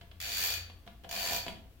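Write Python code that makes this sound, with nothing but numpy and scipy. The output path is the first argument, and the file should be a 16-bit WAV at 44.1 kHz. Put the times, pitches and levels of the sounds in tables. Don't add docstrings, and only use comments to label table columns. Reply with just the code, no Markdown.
import sys
import numpy as np
from scipy import signal
from scipy.fft import rfft, irfft
from scipy.io import wavfile

SR = 44100
rng = np.random.default_rng(int(sys.argv[2]) if len(sys.argv) > 2 else 0)


def write(x):
    x = np.atleast_2d(x).T
    wavfile.write(sys.argv[1], SR, np.round(np.clip(x, -1, 1) * 32767).astype(np.int16))


N = 79380

# f/Hz, level/dB, t60/s
FRAME_MODES = [(199.5, -14, 0.94), (275, -14, 0.059), (544, -8.5, 0.11), (688.8, 3.5, 0.16),
               (749, -1.5, 0.13), (782, -8, 0.047), (932.4, -10, 0.096), (972.5, -10.5, 0.15)]


def undb(db):
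    return 10 ** (np.asarray(db) / 20)


def level(x, db):
    return x * undb(db) / np.sqrt(np.mean(x ** 2))


def along(points, hz):
    f, v = np.array(points, float).T
    return np.interp(np.log(hz + 1), np.log(f), v)


def colour(x, points):
    size = 2 * N
    gain = undb(along(points, np.arange(N + 1) * SR / size))
    cepstrum = irfft(np.log(gain))
    cepstrum[1:N] *= 2
    cepstrum[N + 1:] = 0
    return irfft(rfft(x, size) * np.exp(rfft(cepstrum)))[..., :N]


def stereo_noise(corner_hz=1070):
    mid, side = rfft(rng.standard_normal((2, N)))
    hz = np.arange(len(mid)) * SR / N
    coherence = .85 / (1 + (hz / corner_hz) ** 4)
    sign = np.array([[1], [-1]])
    return irfft(mid * np.sqrt((1 + coherence) / 2) + sign * side * np.sqrt((1 - coherence) / 2), N)


def bursts(at_s, db, envelope):
    hits = np.zeros(N)
    np.add.at(hits, np.clip(at_s * SR, 0, N - 1).astype(int), undb(db) ** 2)
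    power = signal.fftconvolve(hits, envelope ** 2)[:N]
    return np.sqrt(np.maximum(power, 0)) * stereo_noise()


def ring(x, modes):
    t = np.arange(N) / SR
    response = sum(undb(db) / np.sqrt(t60) * np.exp(-np.log(1000) * t / t60) * np.sin(2 * np.pi * hz * t)
                   for hz, db, t60 in modes)
    return signal.fftconvolve(x, response[None], axes=1)[:, :N]


def placed(x, room, wet_db, rms_db):
    wet = signal.fftconvolve(x, room, axes=1)[:, :N]
    return level(x + undb(wet_db) * wet, rms_db)


def workshop(build_s=0.0039):
    decay = [(150, 0.6), (700, 0.57), (2000, 0.45), (4500, 0.41), (8000, 0.31), (15000, 0.26)]
    t = np.arange(N) / SR
    spectrum = rfft(stereo_noise())
    hz = np.arange(spectrum.shape[1]) * SR / N
    octave = np.log2(np.clip(hz, 125, 16000) / 125)
    tail = 0
    for k in range(8):
        band = irfft(spectrum * np.maximum(1 - abs(octave - k), 0), N)
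        t60_s = along(decay, 125 * 2 ** k)
        tail += band * np.exp(-np.log(1000) * t / t60_s)
    tail *= 1 - np.exp(-t / build_s)
    return tail / np.sqrt(np.sum(tail ** 2) / 2)


def background(drone_hz=85.9, waver_db=3):
    air = [(20, -3.5), (40, -2), (60, 5.5), (130, -12), (300, -14.5), (700, -24), (1300, -28.5),
           (3000, -28), (7000, -37), (10000, -36.5), (15000, -32)]
    mains = [(59.2, -63.5), (118.4, -69.5)]
    swell = [(0, -60), (.3, -58), (.62, -52), (.8, -63.5), (1.0, -66), (1.4, -58), (1.8, -71.5)]
    t = np.arange(N) / SR
    tone = lambda hz: np.sqrt(2) * np.sin(2 * np.pi * (hz * t + rng.random()))
    waver = np.interp(t, np.linspace(0, t[-1], 20), rng.standard_normal(20))
    drone = tone(drone_hz) * undb(np.interp(t, *np.array(swell).T) + waver_db * waver)
    noise = level(colour(stereo_noise(), air), db=-57)
    hum = sum(undb(db) * tone(hz) for hz, db in mains)
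    return noise + drone + hum


def handle_knocks(room, decay_s=0.0066):
    knocks = [(.012, -7, -6, -17), (0.114, -9, -40, -20), (0.698, -6.5, -25, -19), (0.865, -13.5, -5, -13),
              (.876, -4, -2.5, -38), (1.037, -10.5, -13, -14), (1.045, -4, 1.5, -19.5), (1.465, 3, 10, -3),
              (1.481, 6.5, 6.5, 0)]
    clack_eq = [(300, -4), (1000, 2), (1350, -1.5), (1700, 2), (2100, 1), (3200, 3), (4300, -3.5),
                (6500, -19.5), (10000, -29.5), (16000, -25)]
    thud_eq = [(50, -10.5), (120, -3), (210, -1), (290, -7), (400, -13.5), (1000, -27)]
    handle_modes = [(754, 2, 0.033), (1165, -4.5, 0.037), (1468, -11.5, 0.11), (1720, -2, 0.064),
                    (2146, -7.5, 0.11), (2710, -11.5, 0.14), (3070, -0.5, 0.028), (3337, 1.5, 0.051),
                    (3900, -7, 0.071)]
    at_s, clack_db, frame_db, thud_db = np.array(knocks).T
    envelope = np.exp(-np.arange(N) / SR / decay_s)
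    blows = bursts(at_s, clack_db, envelope)
    frame = ring(bursts(at_s, frame_db, envelope), FRAME_MODES)
    thud = colour(bursts(at_s, thud_db, envelope), thud_eq)
    return (placed(colour(blows, clack_eq), room, wet_db=-5, rms_db=-59.5)
            + placed(ring(blows, handle_modes), room, wet_db=-5, rms_db=-64)
            + placed(frame, room, wet_db=-6, rms_db=-60.5)
            + placed(thud, room, wet_db=3, rms_db=-61))


def teeth(stroke, jitter_s=0.00023, scatter_db=.8):
    knot_s, teeth_per_s, snap_db, share_db = np.array(stroke).T
    t = np.arange(knot_s[0], knot_s[-1], 1 / SR)
    passed = np.cumsum(np.interp(t, knot_s, teeth_per_s)) / SR
    at_s = np.interp(np.arange(int(passed[-1]) + 1), passed, t)
    late, hard = rng.standard_normal((100, 2))[:len(at_s)].T
    return np.array([at_s + jitter_s * late,
                     np.interp(at_s, knot_s, snap_db) + scatter_db * hard,
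                     np.interp(at_s, knot_s, share_db)])


def steel_head(at_s, snap_db, envelope, detune=0.00827, seats=5):
    head_modes = [(1753, -6.5, 0.065), (2406, -4.5, 0.13), (2460, -4, 0.23), (2983, -19.5, 0.18),
                  (3444, -5, .08), (4430, -6, 0.26), (4517, -3.5, 0.15), (4560, 0.5, 0.27),
                  (4604, -1, 0.082), (4740, -38, 0.12), (6900, -15, 0.089), (7060, -4.5, 0.067)]
    head = 0
    for k, seat in enumerate(rng.permutation(np.linspace(-1, 1, seats))):
        drive = bursts(at_s[k::seats], snap_db[k::seats], envelope)
        head += ring(drive, np.array(head_modes) * [1 + detune * seat, 1, 1])
    return head


def ratchet(room):
    strokes = [
        [(.202, 78, -4, -7), (.24, 108, -5, -7), (.31, 108, -4, -2.5), (.37, 89, 0, -19), (.46, 89, 0.5, -6.5),
         (.50, 53, 0, 2.5), (.545, 59, 0.5, -8.5)],
        [(1.091, 37, -7.5, 8), (1.111, 61, -1, 2), (1.14, 82, -4, 9.5), (1.2, 94, -2.5, 2.5),
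         (1.26, 88, -0.5, 4.5), (1.29, 86, 0, 8), (1.32, 86, 0, 9.5), (1.355, 60, 1, 5.5),
         (1.385, 36, -2.5, 24)],
    ]
    tick_eq = [(500, -33), (2500, -10.5), (5000, -9), (7000, -3), (9500, -7.5), (12000, -1.5), (13800, 6.5),
               (16000, -1)]
    buzz_eq = [(150, -26), (400, -14.5), (560, -8), (1100, -14), (1700, 2), (2100, -1.5), (3200, 3),
               (5500, -1), (6900, -0.5), (8000, -8), (9500, -7.5), (12000, -7.5), (13800, -3), (16000, -3)]
    tick_decay_s, buzz_rise_s, buzz_decay_s = 0.00053, 0.00043, 0.0045
    tick_growth = 3.4
    t = np.arange(N) / SR
    at_s, snap_db, share_db = np.hstack([teeth(stroke) for stroke in strokes])
    envelope = np.exp(-t / buzz_decay_s) * (1 - np.exp(-t / buzz_rise_s))
    ticks = colour(bursts(at_s, tick_growth * snap_db, np.exp(-t / tick_decay_s)), tick_eq)
    head = steel_head(at_s, snap_db, envelope)
    buzz = colour(bursts(at_s, snap_db, envelope), buzz_eq)
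    frame = ring(bursts(at_s, snap_db + share_db, envelope), FRAME_MODES)
    return (placed(ticks, room, wet_db=2.5, rms_db=-45.5)
            + placed(buzz, room, wet_db=0.5, rms_db=-40.5)
            + placed(head, room, wet_db=5.5, rms_db=-43)
            + placed(frame, room, wet_db=-6, rms_db=-51))


def scene():
    room = workshop()
    return ratchet(room) + handle_knocks(room) + background() * undb([[1.2], [-1.2]])


def record(dry):
    cutoff_hz = 15900
    return signal.sosfilt(signal.ellip(10, .2, 80, cutoff_hz, fs=SR, output="sos"), dry)


dry = scene()
out = record(dry)
write(out)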